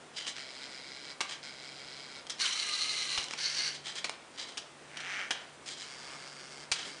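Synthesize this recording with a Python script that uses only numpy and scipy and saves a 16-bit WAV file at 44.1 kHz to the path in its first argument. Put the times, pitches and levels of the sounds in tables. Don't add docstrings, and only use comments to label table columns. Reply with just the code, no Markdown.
import sys
import numpy as np
from scipy import signal
from scipy.fft import rfft, irfft
from scipy.io import wavfile

SR = 44100
rng = np.random.default_rng(int(sys.argv[2]) if len(sys.argv) > 2 else 0)


def digitize_waveform(pressure):
    field = np.atleast_2d(pressure).T
    bounded = np.clip(field, -1, 1)
    quanta = np.round(bounded * 32767).astype(np.int16)
    wavfile.write(sys.argv[1], SR, quanta)


N = 308700
TIME = np.arange(N) / SR

# frequency_hz, relative_level_db
AIR_SPECTRUM = [(15, -62.5), (25, -39), (65, -16.5), (107, -15), (134, -13), (239, -6), (277, -5.5),
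                (348, -5.5), (414, -5.5), (519, -6.5), (667, -6), (924, -8.5), (1100, -9), (2010, -12),
                (10000, -23.5), (13000, -80), (22000, -120)]
# time_s, level_db
HUM_LEVEL = [(0.0, -78), (0.27, -69), (0.51, -74), (1.79, -66), (2.79, -77), (2.84, -68), (3.84, -63),
             (4.33, -79), (5.01, -64), (5.21, -71), (6.67, -65), (7.0, -70)]
# pitch_hz, first_level_db, last_level_db
WHISTLES = [(7620, -76, -76), (8230, -80, -70)]
# frequency_hz, decay_by_60_db_s
ROOM_T60 = [(200, 0.45), (1500, 0.52), (5000, .35), (10000, 0.18)]
# peak_s, level_db, rise_s, fall_s
RUSTLE = (6.1, -51.5, .24, .22)
# frequency_hz, relative_level_db
RUSTLE_SPECTRUM = [(150, -15), (400, -4), (1100, 2), (2300, -2.5), (3500, -3), (10000, -17)]
# start_s, level_db, boom_hz
THUMPS = [(1.209, -41, 340), (3.181, -44.5, 70), (5.308, -45, 300), (6.714, -45.5, 75)]
# peak_s, level_db, rise_s, fall_s
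CARD_FLOP = (6.87, -48, .022, .035)
# frequency_hz, relative_level_db
CARD_AIR = [(90, -31), (200, -5), (450, -6), (800, -10), (1500, -20)]
# start_s, level_db, chatter_s, tilt_db_per_octave, beam_pitch_hz, rebound_db
CLACKS = [(.268, -33, .0034, -4, 3120, -14), (.365, -37.5, .0026, -2, 3270, -15),
          (.383, -39, .0023, -3, 3060, -15), (1.2063, -28.7, .0055, -1.2, 1150, 2.5),
          (2.268, -36.5, .0012, 0, 3200, -6), (2.2978, -34.5, .005, 1.5, 3200, 2),
          (3.1766, -28.5, .007, -2, 2900, -1.5), (3.241, -34, .002, 3, 4200, -15),
          (3.284, -37.5, .0026, -1, 3000, -10), (3.310, -28.5, .0012, -2.5, 2900, -10),
          (3.336, -30, .003, -3, 2270, -18), (3.955, -37.5, .0046, -1, 3200, -12),
          (4.0433, -28.5, .0076, -2, 2310, -6), (4.0954, -23.5, .0011, -2.2, 2850, -18),
          (4.573, -36, .006, 0, 2950, 5), (4.971, -35.5, .005, -1.5, 3036, -15),
          (5.003, -37.5, .0064, -2.5, 3100, -15), (5.3072, -24.7, .0074, -1.7, 1671, -10),
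          (5.66, -41.5, .0045, 0, 5130, -12), (6.716, -23.7, .007, 1, 2440, -.5)]
# frequency_hz, relative_level_db
CLACK_BODY = [(120, -44.5), (200, -16.5), (350, -9), (700, -4), (1150, -1), (1600, -1), (2400, 1.5),
              (2800, 3), (3900, 3.5), (5900, 0), (6800, -0.5), (7600, -5.5), (9200, -5), (10000, -12),
              (13000, -49)]
# peak_s, level_db, rise_s, fall_s, tilt_db_per_octave, ring_hz, ring_db
RATTLES = [(.174, -42.5, .017, .02, .5, 4780, 12), (.203, -44.5, .04, .06, -1, 3020, 10),
           (.28, -40.5, .012, .03, 2, 5000, -2), (1.304, -39.7, .022, .046, -1.3, 2300, 0),
           (2.312, -39.5, .012, .014, .5, 5300, 8), (2.457, -29.5, .008, .015, .5, 3000, 15),
           (3.33, -46, .05, .05, -1, 3000, 0), (3.76, -46, .03, .025, 1, 4600, 6),
           (3.87, -39.5, .018, .049, -1, 3220, 3), (3.976, -37.5, .016, .019, -.5, 3150, 0),
           (4.413, -40, .042, .034, -1.2, 4700, 5), (4.49, -50, .027, .056, -1, 3100, 5),
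           (5.34, -49, .015, .1, -6.5, 1400, 5), (5.692, -40, .022, .045, 1.5, 3550, -1),
           (5.814, -42, .033, .023, .3, 2650, -2), (6.79, -42, .04, .09, -2.3, 2400, 0)]
# frequency_hz, relative_level_db
RATTLE_BODY = [(350, -44.5), (600, -15), (1120, -12.5), (1450, -7.5), (1730, -6.5), (2270, -3.5),
               (2460, -7.5), (3230, -1.5), (3680, -4), (5050, -4.5), (7810, -9.5), (9210, -13.5),
               (10000, -26.5), (13000, -55), (22000, -120)]
# centre_hz, width_hz, height_db
RATTLE_MODES = [(2200, 110, 1.5), (3280, 630, 2.4), (3990, 330, 3), (4970, 500, 3)]
# up_to_speed_s, cut_s, level_db, spin_up_s, coast_s
TURN_RUN = (5.11, 5.2, -41, .14, .075)
# frequency_hz, relative_level_db
TURN_BODY = [(260, -59), (450, -20), (519, -15), (828, -9.5), (943, -14.5), (1450, -2.5), (2280, -4),
             (2590, -7), (2950, -3.5), (3630, -12.5), (5030, -15.5), (5950, -16), (7040, -23),
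             (10000, -30.5), (13000, -65), (22000, -120)]
# centre_hz, width_hz, height_db
TURN_MODES = [(1350, 73, 2.7), (1830, 356, 4.5), (2287, 130, 4.6), (6050, 680, 3.2)]
# up_to_speed_s, cut_s, level_db, spin_up_s, coast_s
PUSH_RUN = (2.413, 3.19, -39.5, .02, .062)
BACK_RUN = (3.39, 3.655, -37.8, .012, .068)
# time_s, teeth_per_s
PUSH_SPEED = [(2.37, 270), (2.42, 400), (2.48, 325), (2.58, 436), (2.65, 410), (2.79, 400), (2.86, 430),
              (2.97, 425), (3.17, 385), (3.29, 238)]
BACK_SPEED = [(3.36, 240), (3.44, 367), (3.5, 347), (3.57, 406), (3.66, 410), (3.82, 180)]
# frequency_hz, relative_level_db
FEED_BODY = [(240, -55), (400, -22), (733, -23.5), (1190, -10), (1740, -16.5), (2100, -6.5), (2670, -7.5),
             (2980, -3), (3500, -7), (4060, -2.5), (5170, -10), (5990, -9.5), (10000, -16.5), (13000, -56),
             (22000, -120)]
BACK_BODY = [(240, -55), (400, -40), (1030, -21.5), (1600, -11.5), (1880, -15.5), (2120, -9), (2370, -13),
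             (3690, -12.5), (4520, -4), (5170, -9), (6080, -8.5), (6770, -16), (10000, -21.5), (13000, -67),
             (22000, -120)]
# centre_hz, width_hz, height_db
FEED_MODES = [(1160, 300, 2), (1570, 200, 2), (2040, 220, 3.8), (2850, 270, 3.7), (4150, 460, 3.2),
              (5970, 560, 4.5)]
BACK_MODES = [(1660, 170, 4), (2170, 180, 3), (2960, 600, 8), (4560, 370, 4.3), (6040, 780, 4.1)]
# multiple_of_tooth_rate, level_db
MESH_TONES = [(3, -19), (4, -19), (5, -19), (7, -19)]
# peak_s, level_db, pitch_hz
GRIPS = [(2.422, -33, 4230), (2.597, -38, 4270), (2.738, -39, 4150), (2.812, -38, 4140), (2.903, -37, 4000),
         (2.998, -40, 4060), (3.135, -43, 4100), (3.452, -33, 4460), (3.6, -38, 4550), (3.655, -41, 4600)]
# frequency_hz, relative_level_db
RASP_SPECTRUM = [(1000, -29.5), (3000, -2), (4400, 8.5), (6200, -14.5), (10000, -31)]
# start_s, stop_s, level_db
STROKES = [(.366, 1.112, -48.7), (1.438, 2.185, -49.4), (5.84, 6.63, -51.3), (6.87, 7.1, -52.5)]
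# frequency_hz, relative_level_db
TRAY_BODY = [(290, -24), (500, -23), (1260, -17), (1400, 1.5), (1770, -7), (2250, 2.5), (2490, -8.5),
             (3320, -5), (5020, -5.5), (10000, -24.5), (13000, -63), (22000, -120)]
TRAY_ABOVE = [(210, -29), (350, -4), (414, -5), (457, -7), (548, -16), (649, -9), (1730, 1), (1940, -6),
              (2110, 0), (3850, -6), (4750, -1), (9060, -12.5), (10000, -21), (13000, -63), (22000, -120)]
# centre_hz, width_hz, height_db
TRAY_MODES = [(1450, 200, -3.5), (2320, 190, 2.5), (3230, 160, 8), (4090, 320, 8), (5010, 580, 7),
              (7500, 960, 5.5)]

AIR_DB = -53.5
HUM_HZ, HUM_OCTAVE_DB = 146.5, -17
BOOM_RISE_S = .0015
REBOUND_S = .0047
TURN_TEETH_HZ, TURN_CRAWL = 197, .45
SURGE_DB, SURGE_S = 5.5, .09
GRIP_S, GRIP_LOAD_DB = .018, 2.2
TRAY_TEETH_HZ = 133.5
OVERSHOOT_HZ, SETTLE_S, HUNT_HZ = 13, .13, 3.6
LAST_PUSH_HZ, LAST_PUSH_S = 9, .07
TRAY_DB_PER_HZ = .22
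TRAY_RISE_S, TRAY_FALL_S, TRAY_WAVER_DB = .012, .024, .9
ABOVE_FROM_S = 5
EDGE_HZ = 10200


def amp(db):
    return 10 ** (np.asarray(db) / 20)


def unit(x):
    return x / np.sqrt(np.mean(x ** 2) + 1e-20)


def curve(rows):
    return np.interp(TIME, *np.transpose(rows))


def read(points, hz):
    f, value = np.transpose(points)
    return np.interp(np.log(hz + 1), np.log(f + 1), value)


def drift(hz):
    lowpass = np.exp(-(np.fft.rfftfreq(N, 1 / SR) / hz) ** 2)
    return unit(irfft(rfft(rng.standard_normal(N)) * lowpass, N))


def body(colour, modes=(), tilt_db=0, size=2048):
    hz = np.fft.rfftfreq(size, 1 / SR)
    db = read(colour, hz) + tilt_db * np.log2(np.maximum(hz, 300) / 300)
    for centre, width, height in modes:
        db = db + height / (1 + (2 * (hz - centre) / width) ** 2)
    log_gain = np.log(amp(np.maximum(db, db.max() - 80)))
    mirrored = np.r_[log_gain, log_gain[-2:0:-1]]
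    ring = np.fft.ifft(np.exp(signal.hilbert(mirrored).conj())).real
    early, late = np.sum(ring[:size // 2] ** 2), np.sum(ring[size // 2:] ** 2)
    ring = ring if early > late else ring[::-1]
    return ring / np.linalg.norm(ring)


def through(x, ring):
    return signal.oaconvolve(x, ring)[:len(x)]


def add(mix, s, sound):
    part = mix[round(s * SR):][:len(sound)]
    part += sound[:len(part)]


def running(start, stop, rise, fall):
    return np.exp(-(np.maximum(start - TIME, 0) / rise + np.maximum(TIME - stop, 0) / fall) ** 1.75)


def drive(start, stop, db, rise, fall):
    return amp(db) * running(start, stop, rise, fall)


def swell(s, db, rise, fall):
    return amp(db) * running(s, s, rise, fall)


def contacts(size, spread_db):
    return unit(rng.standard_normal(size) * amp(spread_db * np.clip(rng.standard_normal(size), -2, 2)))


def teeth(rate, jitter, uneven_db, scrape, scrape_s, frame_s, order=600):
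    turns = np.cumsum(rate * (1 + jitter * drift(90))) / SR
    strength = amp(uneven_db * np.clip(rng.standard_normal(N), -2, 1))
    snaps = np.diff(np.floor(turns), prepend=0) * strength / np.sqrt(rate)
    t = TIME[:order]
    onset = 1 - np.exp(-t / 0.00054)
    frame = rng.standard_normal(order) * onset * np.exp(-t / frame_s)
    spectrum = rfft(frame, 2 * order)
    frame = irfft(spectrum / np.sqrt(abs(spectrum) + 1e-9))[:order]
    rubbing = through(snaps, onset * np.exp(-t / scrape_s)) * contacts(N, 0.51)
    share = np.clip(scrape, 0, 1)
    return np.sqrt(1 - share) * unit(through(snaps, frame)) + np.sqrt(share) * unit(rubbing)


def background():
    air_noise = rng.standard_normal(N) * amp(.5 * drift(5.4))
    air = amp(AIR_DB) * through(air_noise, body(AIR_SPECTRUM, size=8192))
    phase = 2 * np.pi * np.cumsum(HUM_HZ * (1 + .004 * drift(8.8))) / SR
    octaves = np.sin(phase) + amp(HUM_OCTAVE_DB) * np.sin(phase / 2)
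    hum = amp(curve(HUM_LEVEL)) * np.sqrt(2) * octaves
    whistles = np.zeros(N)
    for hz, first, last in WHISTLES:
        level = amp(np.linspace(first, last, N) + 2 * drift(4))
        whistles += level * np.sin(2 * np.pi * np.cumsum(hz + 25 * drift(110)) / SR)
    return air + hum + whistles


def room(x, size=22050):
    taps = rng.standard_normal(size) * (rng.random(size) < .1) * (TIME[:size] > .004)
    hz, t, z = signal.stft(taps, SR, nperseg=256)
    decay = amp(-60 * t / read(ROOM_T60, hz)[:, None])
    tail = signal.istft(z * decay, SR, nperseg=256)[1]
    return through(x, tail / np.linalg.norm(tail))


def rustle():
    return through(contacts(N, 2.5) * swell(*RUSTLE), body(RUSTLE_SPECTRUM))


def thumps(size=1300, cycles=1.2, longest_s=.006):
    out, t = np.zeros(N), TIME[:size]
    for s, db, hz in THUMPS:
        shape = (1 - np.exp(-t / BOOM_RISE_S)) * np.exp(-t / min(cycles / hz, longest_s))
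        add(out, s, amp(db) * 2 * np.sin(2 * np.pi * hz * t) * shape)
    return out


def card():
    rubbing = contacts(N, 3.6) * swell(3.6, -46, 0.045, 0.036)
    slide = through(rubbing, body(CLACK_BODY, tilt_db=-2.8))
    return slide + through(rng.standard_normal(N) * swell(*CARD_FLOP), body(CARD_AIR))


def clacks(size=8000, shake_db=-16, shake_s=0.028, overtone=1.875, long_chatter=0.015):
    out, t = np.zeros(N), TIME[:size]
    for s, db, chatter, tilt, hz, rebound_db in CLACKS:
        shake = amp(shake_db) * np.exp(-t / shake_s) * np.sqrt(chatter / long_chatter)
        joints = np.exp(-t / chatter) + shake
        ring_db = 9 * (1 - np.exp(-chatter / 0.00067))
        modes = [(hz, 230, ring_db), (hz * overtone, 300, 0.66 * ring_db)]
        beam = body(CLACK_BODY, modes, tilt)
        for at, level in (s, db), (s + REBOUND_S, db + rebound_db):
            blow = contacts(size, 1.1) * joints
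            blow[0] += 2.5
            add(out, at, amp(level) * through(blow, beam))
    return out


def rattles():
    gears = teeth(np.full(N, 290.), jitter=.3, uneven_db=3.5, scrape=0.63, scrape_s=0.0032, frame_s=0.00087)
    out = np.zeros(N)
    for s, db, rise, fall, tilt, hz, ring_db in RATTLES:
        beam = body(RATTLE_BODY, [*RATTLE_MODES, (hz, 380, ring_db)], tilt)
        out += through(gears * swell(s, db, rise, fall), beam)
    return out


def wheels():
    start, stop, db, rise, fall = TURN_RUN
    effort = running(start, stop, rise, fall)
    speed = TURN_TEETH_HZ * (TURN_CRAWL + (1 - TURN_CRAWL) * effort)
    gears = teeth(speed, jitter=.04, uneven_db=2, scrape=.6, scrape_s=.0028, frame_s=.002)
    return through(gears * amp(db) * effort, body(TURN_BODY, TURN_MODES, tilt_db=.3))


def rasps(gears):
    out = np.zeros(N)
    for s, db, hz in GRIPS:
        out += through(gears * swell(s, db, GRIP_S, GRIP_S), body(RASP_SPECTRUM, [(hz, 600, 12)]))
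    return out


def feeder():
    speed = curve(PUSH_SPEED + BACK_SPEED)
    gears = teeth(speed, jitter=.03, uneven_db=2.5, scrape=.6, scrape_s=.0009, frame_s=.0008)
    gears = gears * amp(0.99 * drift(60))
    turns = np.cumsum(speed * (1 + .016 * drift(50))) / SR
    whine = np.zeros(N)
    for order, db in MESH_TONES:
        whine += amp(db + 3 * drift(15)) * np.sin(2 * np.pi * order * turns)
    grip = sum(running(s, s, 2 * GRIP_S, 2 * GRIP_S) for s, _, _ in GRIPS)
    load = amp(GRIP_LOAD_DB * grip)
    surge = amp(SURGE_DB * np.exp(-((TIME - PUSH_RUN[0]) / SURGE_S) ** 2))
    push = drive(*PUSH_RUN) * load * surge
    forth = through(gears * push, body(FEED_BODY, FEED_MODES, tilt_db=0.27)) + whine * push
    back = through(gears * load * drive(*BACK_RUN), body(BACK_BODY, BACK_MODES, tilt_db=-.1))
    return forth + back + rasps(gears)


def tray():
    excess, level = np.zeros(N), np.zeros(N)
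    for start, stop, db in STROKES:
        on = running(start, stop, TRAY_RISE_S, TRAY_FALL_S)
        age = np.maximum(TIME - start, 0)
        hunting = OVERSHOOT_HZ * np.exp(-age / SETTLE_S) * np.cos(2 * np.pi * HUNT_HZ * age)
        last_push = LAST_PUSH_HZ * np.exp(-abs(stop - TIME) / LAST_PUSH_S)
        excess += on * (hunting + last_push)
        level += on * amp(db)
    speed = TRAY_TEETH_HZ + excess
    level = level * amp(TRAY_DB_PER_HZ * excess + TRAY_WAVER_DB * drift(14))
    crisp = teeth(speed, jitter=.015, uneven_db=1.6, scrape=.5, scrape_s=.0022, frame_s=.0016)
    blurred = teeth(speed, jitter=.015, uneven_db=1.5, scrape=.5, scrape_s=.0026, frame_s=.0018)
    side = body(TRAY_BODY, TRAY_MODES, tilt_db=.5)
    above = body(TRAY_ABOVE, [(2150, 200, 6.5), (3160, 250, 4.1), (4700, 270, 4)], tilt_db=1.0)
    early = through(crisp * level * (TIME < ABOVE_FROM_S), side)
    late = through(blurred * level * (TIME >= ABOVE_FROM_S), above)
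    return early + late


def scene():
    strokes = tray()
    whirs = feeder() + wheels() + rattles()
    knocks = clacks() + card()
    reflections = room(amp(-9) * strokes + amp(-8) * whirs + amp(-9) * knocks)
    return (strokes + whirs + knocks + thumps() + rustle() + reflections + background())[None]


def record(dry):
    lowpass = signal.firwin(401, EDGE_HZ, window=("kaiser", 7), fs=SR)
    return signal.oaconvolve(dry, lowpass[None], "same")


dry = scene()
out = record(dry)
digitize_waveform(out)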